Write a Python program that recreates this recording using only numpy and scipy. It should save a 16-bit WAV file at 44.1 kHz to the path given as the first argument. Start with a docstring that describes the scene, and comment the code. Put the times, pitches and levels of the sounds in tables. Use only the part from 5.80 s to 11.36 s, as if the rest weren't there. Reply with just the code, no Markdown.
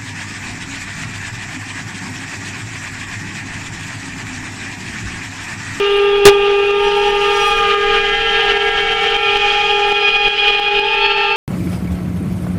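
"""Beside a railway track: a steam locomotive rolls past and away, holding one long chime whistle blast.
Three bells sound a chord; two also overblow near the octave, wandering as the steam jet varies.
Groups of partials turn from a front to a back level and beam past the listener, over hiss and rumble.
Early on the level leaps into overload with one sharp crack; later it keeps dropping and swelling back."""
import sys
import numpy as np
from scipy import signal
from scipy.fft import rfft, irfft, next_fast_len
from scipy.io import wavfile
from scipy.ndimage import uniform_filter1d

SR = 44100
rng = np.random.default_rng(int(sys.argv[2]) if len(sys.argv) > 2 else 0)


def materialize(psi):
    """Save the field psi as 16-bit PCM at rate SR to the path in sys.argv[1].

    A 1-D psi becomes a single channel; in a 2-D psi each row is a channel.
    """
    bounded = np.clip(np.atleast_2d(psi).T, -1, 1)
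    quanta = np.round(bounded * 32767).astype(np.int16)
    wavfile.write(sys.argv[1], SR, quanta)


N = 245195
TIME = np.arange(N) / SR

# Low bell pitch. Each row: time in seconds, pitch in Hz.
LOW_PITCH_HZ = [(0, 403.7), (.6, 403), (1.1, 406.9), (1.8, 406.8), (2.6, 408.6), (3.5, 407.7), (4.5, 409.3),
                (5.56, 405.3)]
# Fundamental, strong ahead of the engine, fading in and out behind. Each row: time in seconds, level in dB.
LOW_ROOT_DB = [(0, -13), (.5, -12.5), (1.0, -14.5), (1.52, -17), (1.76, -27), (2.0, -18.5), (2.35, -25.5),
               (2.8, -21.5), (3.38, -26), (3.55, -21.5), (3.8, -26), (4.05, -20), (4.42, -28), (4.62, -22),
               (4.8, -29), (4.93, -20), (5.56, -24)]
# Upper and top overtones. Each row: harmonic number, relative level in dB.
LOW_UPPER_DB = [(5, -7), (6, -11.5)]
LOW_TOP_DB = [(6, -1.5), (7, -0.5), (8, -21), (9, -10)]


def low_bell():
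    """Deepest steam-blown pipe: pure at first, reedy as one overtone after another beams past."""
    second_db = passing(front_db=-30.5, back_db=-37, beam_s=0.36, width_s=0.23, beam_db=0, fade_db=5.5)
    third_db = passing(front_db=-27, back_db=-32, beam_s=1.844, width_s=0.32, beam_db=13, fade_db=2)
    upper_db = passing(front_db=-33, back_db=-32, beam_s=2.51, width_s=0.63, beam_db=11, fade_db=-0.5)
    top_db = passing(front_db=-33.5, back_db=-32, beam_s=0.13, width_s=0.11, beam_db=8.5, fade_db=3)
    phase = pipe_phase(curves(LOW_PITCH_HZ)[0], waver=0.001013, jitter=0.0028)
    root = from_db(curves(LOW_ROOT_DB)[0]) * partials(phase, [(1, 0)], scatter=0.016, fade_hz=20)
    halo = from_db(-34) * partials(phase, [(1, 0)], scatter=0.81, fade_hz=6.8)
    second = from_db(second_db) * partials(phase, [(2, 0)], scatter=0.14, fade_hz=20)
    third = from_db(third_db) * partials(phase, [(3, 0)], scatter=0.16, fade_hz=18)
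    upper = partials(phase, [(4, -1.2)], scatter=0.13, fade_hz=22.6)
    upper += partials(phase, LOW_UPPER_DB, scatter=0.33, fade_hz=21.1)
    top = partials(phase, LOW_TOP_DB, scatter=0.77, fade_hz=24.3)
    return root + halo + second + third + from_db(upper_db) * upper + from_db(top_db) * top


# Middle bell overtones, brightest behind the engine. Each row: time in seconds, lower and top gain in dB.
MIDDLE_OVERTONES_DB = [(0, -35.5, -43), (.6, -38.5, -42), (1.25, -34.5, -43), (1.6, -29.5, -32),
                       (2.06, -33.5, -31), (2.5, -28, -21.5), (2.9, -26, -26), (3.25, -27, -22.5),
                       (3.7, -27.5, -26), (3.95, -34, -29), (4.2, -29.5, -26.5), (4.9, -39.5, -28.5),
                       (5.35, -25.5, -25), (5.56, -32, -29)]
# Middle and high bell spectra. Each row: harmonic number, relative level in dB.
MIDDLE_LOWER_DB = [(2, -15.5), (3, 0), (4, -1.5), (5, -5.5)]
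MIDDLE_TOP_DB = [(6, -5), (7, -1.5), (8, -17.5), (10, -30)]
HIGH_HARMONICS_DB = [(1, 5.5), (2, 3.5), (3, -15), (5, -10), (7, 8)]
MIDDLE_HZ, HIGH_HZ = 450.3, 468.3


def upper_bells():
    """Middle pipe, loudest just after the pass, and a weak high pipe that follows its lower overtones."""
    root_db = passing(front_db=-30.5, back_db=-30.5, beam_s=2.56, width_s=1.08, beam_db=6, fade_db=1.3)
    lower_db, top_db = curves(MIDDLE_OVERTONES_DB)
    phase = pipe_phase(MIDDLE_HZ, waver=0.001066, jitter=0.00295)
    root = from_db(root_db) * partials(phase, [(1, 0)], scatter=0.066, fade_hz=19)
    lower = partials(phase, MIDDLE_LOWER_DB, scatter=0.25, fade_hz=11)
    top = from_db(top_db) * partials(phase, MIDDLE_TOP_DB, scatter=0.16, fade_hz=28)
    high_phase = pipe_phase(HIGH_HZ, waver=0.002, jitter=0.00372)
    high = from_db(-18) * partials(high_phase, HIGH_HARMONICS_DB, scatter=0.41, fade_hz=3.5)
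    return root + from_db(lower_db) * (lower + high) + top


# Overblown low bell. Each row: time in seconds, pitch in Hz, fundamental, overtone and top gain in dB.
LOW_SHRIEK_HZ_DB = [(0, 836.5, -39, -36.5, -53), (.6, 829, -25, -27.5, -54), (.92, 828, -34, -27.5, -57),
                    (1.06, 826.4, -22.5, -30, -44), (1.42, 825.4, -20.5, -28, -45.5),
                    (1.62, 822.5, -20.5, -23.5, -37.5), (1.76, 822, -23.5, -21, -45.5),
                    (1.89, 809, -30, -36, -60), (2.2, 813, -24.5, -27, -51), (2.85, 805.6, -25.5, -46, -55),
                    (3.28, 798.6, -23, -32, -56), (3.44, 823.5, -21, -19.5, -45.5),
                    (4.08, 825, -18.5, -23, -43), (4.25, 822.4, -22.5, -16, -39),
                    (4.47, 822.5, -22, -17.5, -39), (4.75, 822.2, -21.5, -20, -43),
                    (5.25, 824.8, -23.5, -21, -42.5), (5.56, 828, -25, -28, -45)]
# Its top and edge partials. 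Each row: harmonic number, relative level in dB.
LOW_SHRIEK_TOP_DB = [(2, 5.9), (5, 0.7), (6, 0.5)]
LOW_SHRIEK_EDGE_DB = [(7, 1), (8, -9), (9, -13), (10, -12), (12, -21)]
# Air and steam absorb the edge partials with distance. Each row: time in seconds, gain in dB.
NEARNESS_DB = [(0, -6), (1.6, 0), (4, -9), (5.56, -22)]


def low_shriek():
    """The low bell overblows near its octave, going flat and weak in mid-blast."""
    hz, root_db, overtones_db, top_db = curves(LOW_SHRIEK_HZ_DB)
    pass_db = passing(front_db=-6, back_db=-5.5, beam_s=0.26, width_s=0.26, beam_db=7, fade_db=1.5)
    phase = pipe_phase(hz, waver=0.00085, jitter=0.0014)
    root = from_db(root_db) * partials(phase, [(1, -0.9)], scatter=0.13, fade_hz=28.2)
    third = from_db(overtones_db) * partials(phase, [(3, 0.0043)], scatter=0.25, fade_hz=23.3)
    fourth = from_db(overtones_db + pass_db) * partials(phase, [(4, 0)], scatter=0.32, fade_hz=26)
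    edge = from_db(curves(NEARNESS_DB)[0]) * partials(phase, LOW_SHRIEK_EDGE_DB, scatter=0.2, fade_hz=25)
    top = partials(phase, LOW_SHRIEK_TOP_DB, scatter=0.23, fade_hz=25)
    return root + third + fourth + from_db(top_db) * (top + edge)


# Overblown middle bell. Each row: time in seconds, pitch in Hz, fundamental and overtone gain in dB.
MIDDLE_SHRIEK_HZ_DB = [(0, 909, -36.5, -29.5), (.9, 912, -37, -23.5), (1.08, 907, -26.5, -26),
                       (1.6, 903, -29.5, -27.5), (1.7, 836, -27.5, -24), (1.9, 800, -35, -25.5),
                       (2.5, 785, -36, -40), (2.78, 738, -32.5, -29), (3.4, 766, -34, -26),
                       (3.7, 794, -33, -26.5), (4.35, 773, -33, -41), (4.85, 816, -45, -28.5),
                       (4.99, 843, -25, -21), (5.06, 878, -24, -29), (5.25, 879, -24.5, -17),
                       (5.56, 882, -22.5, -19)]
# Its overtones. Each row: harmonic number, relative level in dB.
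MIDDLE_SHRIEK_TONE_DB = [(2, -19.5), (3, -2.5), (4, -17.5)]
FIFTH_DB, SCREECH_DB, FIFTH_DB_PER_DB = -36.5, -18.5, 2.7


def middle_shriek():
    """The middle bell overblows: it breaks, sags and snaps back; strong overtones bring out the fifth."""
    hz, root_db, overtones_db = curves(MIDDLE_SHRIEK_HZ_DB)
    fifth_db = FIFTH_DB + FIFTH_DB_PER_DB * (overtones_db - SCREECH_DB)
    phase = pipe_phase(hz, waver=0.001083, jitter=0.0022)
    root = from_db(root_db) * partials(phase, [(1, 0)], scatter=0.11, fade_hz=31)
    overtones = from_db(overtones_db) * partials(phase, MIDDLE_SHRIEK_TONE_DB, scatter=0.27, fade_hz=15)
    fifth = from_db(fifth_db) * partials(phase, [(5, 0)], scatter=0.15, fade_hz=17)
    return root + overtones + fifth


# Steam treble. Each row: time in seconds, jet, hiss and spray level in dB.
STEAM_LEVELS_DB = [(0, -26, -40, -53), (.18, -28, -46, -50), (.38, -29.5, -48, -59), (.6, -31, -48, -57.5),
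                   (.92, -31.5, -44, -55), (1.08, -24.5, -44, -52.5), (1.45, -24.5, -39, -48),
                   (1.65, -24, -37, -41.5), (1.92, -25.5, -38.5, -55), (2.6, -21.5, -41.5, -53.5),
                   (3.2, -23, -39, -54.5), (3.58, -21.5, -41.5, -56), (3.75, -19.5, -35.5, -56),
                   (4.02, -25.5, -42, -55), (4.35, -24, -46, -61), (4.67, -20, -46, -62),
                   (4.85, -23, -51.5, -62.5), (5.56, -22, -50, -61.5)]
# Steam spectra. Each row: frequency in Hz, relative density in dB.
JET_HZ_DB = [(1500, -14), (2200, -7.5), (2500, -2.5), (2900, 4), (3250, 3.5), (3480, -10.5), (4000, -12.5),
             (5000, -21), (7000, -36)]
HISS_HZ_DB = [(3000, 3), (4500, 3.5), (6000, 2), (7300, -3), (8500, -15), (11000, -33.5)]
SPRAY_HZ_DB = [(6000, -11), (8500, 3), (11000, -1.5), (13000, -10.5), (15800, -14)]


def steam():
    """The whistle's turbulent jet, with hiss and fine spray that are brightest as the cylinders pass."""
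    jet_db, hiss_db, spray_db = curves(STEAM_LEVELS_DB)
    jet = from_db(jet_db) * noise(JET_HZ_DB, flutter_db=2.5)
    hiss = from_db(hiss_db) * noise(HISS_HZ_DB, flutter_db=1.9)
    spray = from_db(spray_db) * noise(SPRAY_HZ_DB, flutter_db=2.4)
    return jet + hiss + spray


# Rumble and exhaust spectra. Each row: frequency in Hz, relative density in dB.
RUMBLE_HZ_DB = [(20, 2.5), (35, -10), (60, -16.5), (115, -18.5), (145, -20.5), (178, -15), (230, -21.5),
                (330, -21), (600, -23.5), (1200, -35.5)]
EXHAUST_HZ_DB = [(250, -10), (350, -15), (440, -8), (580, -7.5), (800, 6.5), (1030, -5), (1300, 5.5),
                 (1700, 5), (2200, 3.5), (3000, 5), (5000, -11)]
# Dull thuds. Each row: peak time in seconds, rise of the rumble in dB.
THUDS_DB = [(2.14, 3), (2.87, 2), (4.471, 9)]
THUD_WIDTH_S = 0.016


def engine():
    """The passing engine rumbles, with a few thuds and the rush of its exhaust."""
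    rumble_db = passing(front_db=-37.5, back_db=-37.5, beam_s=2.1, width_s=1.47, beam_db=6.5, fade_db=1)
    thuds_db = sum(db * np.exp(-0.5 * ((TIME - peak_s) / THUD_WIDTH_S) ** 2) for peak_s, db in THUDS_DB)
    exhaust_db = passing(front_db=-32, back_db=-31, beam_s=2.8, width_s=0.9, beam_db=5.5, fade_db=-1.2)
    rumble = from_db(rumble_db + thuds_db) * noise(RUMBLE_HZ_DB, flutter_db=0.5)
    exhaust = from_db(exhaust_db) * noise(EXHAUST_HZ_DB, flutter_db=2.5)
    return rumble + exhaust


# Rasp spectrum. Each row: frequency in Hz, relative density in dB.
RASP_HZ_DB = [(55, -4), (110, 12), (220, -6), (1200, -8), (3800, -3), (7000, -12), (14000, -25)]
CRACK_START_S = 0.4537


def rasp(gain_db, t60_s):
    """A brief burst of noise that roughens the crack."""
    since_s = TIME - CRACK_START_S
    envelope = (since_s > 0) * from_db(gain_db - 60 * abs(since_s) / t60_s)
    return envelope * noise(RASP_HZ_DB, flutter_db=0)


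# The crack's leap into overload. Each row: time since its start in seconds, gain in dB.
CRACK_GAIN_DB = [(0, 29), (.012, 29), (.025, 23), (.036, 16), (.046, 9), (.056, 3), (.12, 0)]
# Abrupt level drops. Each row: time in seconds, depth in dB.
DROPS_DB = [(0.735, 2.5), (0.841, 2.5), (0.912, 3.5), (1.092, 3), (1.312, 3.5), (1.947, 4), (2.187, 2.5),
            (2.267, 0.5), (2.356, 2.5), (2.67, 1), (2.723, 4.5), (2.778, 5), (2.895, 4.5), (3.011, 3),
            (3.139, 3.5), (3.275, 3.5), (3.368, 6), (3.574, 5), (4.127, 5.5), (4.295, 4.5), (4.371, 4),
            (4.484, 6.5), (4.708, 6), (4.799, 5.5), (4.887, 4.5), (4.997, 5), (5.069, 1.5), (5.15, 3.5),
            (5.266, 5), (5.323, 3)]


def level_jumps_db(swell_s, recover_s, swell_share):
    """The level leaps once for the crack; it swells before each drop and recovers after it."""
    gain_db = np.interp(TIME - CRACK_START_S, *np.transpose(CRACK_GAIN_DB), left=0, right=0)
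    for drop_s, depth_db in DROPS_DB:
        since_s = TIME - drop_s
        swell = swell_share * np.exp(-abs(since_s) / swell_s)
        dip = (1 - swell_share) * np.exp(-abs(since_s) / recover_s)
        gain_db += depth_db * np.where(since_s < 0, swell, -dip)
    return uniform_filter1d(gain_db, size=2)


PASS_S, TURN_S, REFLECTION_FADE_HZ = 1.54, 0.17, 3.3
BEAM_STEEPNESS = 3.2  # 2 is Gaussian; more flattens the top


def passing(front_db, back_db, beam_s, width_s, beam_db, fade_db):
    """Level in dB of a source rolling by: it turns from front to back and its beam sweeps past once."""
    turned = 0.5 + 0.5 * np.tanh((TIME - PASS_S) / (2 * TURN_S))
    beam = np.exp(-0.5 * abs((TIME - beam_s) / width_s) ** BEAM_STEEPNESS)
    reflections_db = fade_db * turned * drift(REFLECTION_FADE_HZ)  # off ground and boiler
    return front_db + (back_db - front_db) * turned + beam_db * beam + reflections_db


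def pipe_phase(hz, waver, jitter):
    """Phase of a pipe whose pitch wavers with the steam and trembles with the jet's turbulence."""
    pitch_hz = hz * (1 + waver * drift(6.89) + jitter * drift(82.8))
    return 2 * np.pi * np.cumsum(pitch_hz) / SR


def partials(phase, harmonics_db, scatter, fade_hz):
    """Pipe harmonics; the surroundings scatter a share of each one's power, which fades at random."""
    tone = 0
    for harmonic, db in harmonics_db:
        angle = round(harmonic) * phase + rng.uniform(0, 2 * np.pi)
        in_phase = np.sqrt(2 * (1 - scatter)) + np.sqrt(scatter) * drift(fade_hz)
        quadrature = np.sqrt(scatter) * drift(fade_hz)
        tone += from_db(db) * (in_phase * np.cos(angle) + quadrature * np.sin(angle))
    return tone


def noise(spectrum, flutter_db):
    """Turbulent noise of unit power with a given spectrum, its level fluttering."""
    hz, db = np.transpose(spectrum)
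    size = next_fast_len(N)
    bins_hz = np.maximum(np.arange(size // 2 + 1) * SR / size, 1)
    skirts = np.minimum(bins_hz / hz[0], 1) ** 2 * np.minimum(hz[-1] / bins_hz, 1) ** 4
    shape = from_db(np.interp(np.log(bins_hz), np.log(hz), db)) * skirts
    steady = irfft(rfft(rng.standard_normal(size)) * shape, size)[:N]
    return unit_rms(steady * from_db(flutter_db * drift(21.6)))


def drift(rate_hz):
    """Slow random wander of unit spread: coarse noise through two one-pole low-passes."""
    hop, settle = 40, 2000
    pole = np.exp(-2 * np.pi * hop * rate_hz / SR)
    white = rng.standard_normal(N // hop + settle + 2)
    slow = signal.lfilter([1], [1, -2 * pole, pole * pole], white)[settle:]
    return np.interp(np.arange(N) / hop, np.arange(len(slow)), unit_rms(slow))


def curves(rows):
    """Each column after the time, interpolated to every sample."""
    times_s, *columns = np.transpose(rows)
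    return [np.interp(TIME, times_s, column) for column in columns]


def from_db(db):
    """Decibels to gain."""
    return 10 ** (np.asarray(db) / 20)


def unit_rms(x):
    """Scale to unit power."""
    return x / np.sqrt(np.mean(np.abs(x) ** 2) + 1e-20)


def scene():
    """Whistle, steam, engine and rasp in mono."""
    whistle = low_bell() + upper_bells() + low_shriek() + middle_shriek()
    return (whistle + steam() + engine() + rasp(gain_db=-18, t60_s=0.14))[None]


CUTOFF_HZ = 15900


def record(dry):
    """The level jumps, peaks clip hard at full scale, the top is cut."""
    gain = from_db(level_jumps_db(swell_s=0.054, recover_s=0.061, swell_share=0.42))
    clipped = np.clip(dry * gain, -1, 1)
    lowpass = signal.ellip(10, 0.1, 80, CUTOFF_HZ, fs=SR, output="sos")
    return signal.sosfilt(lowpass, clipped)


dry = scene()
out = record(dry)
materialize(out)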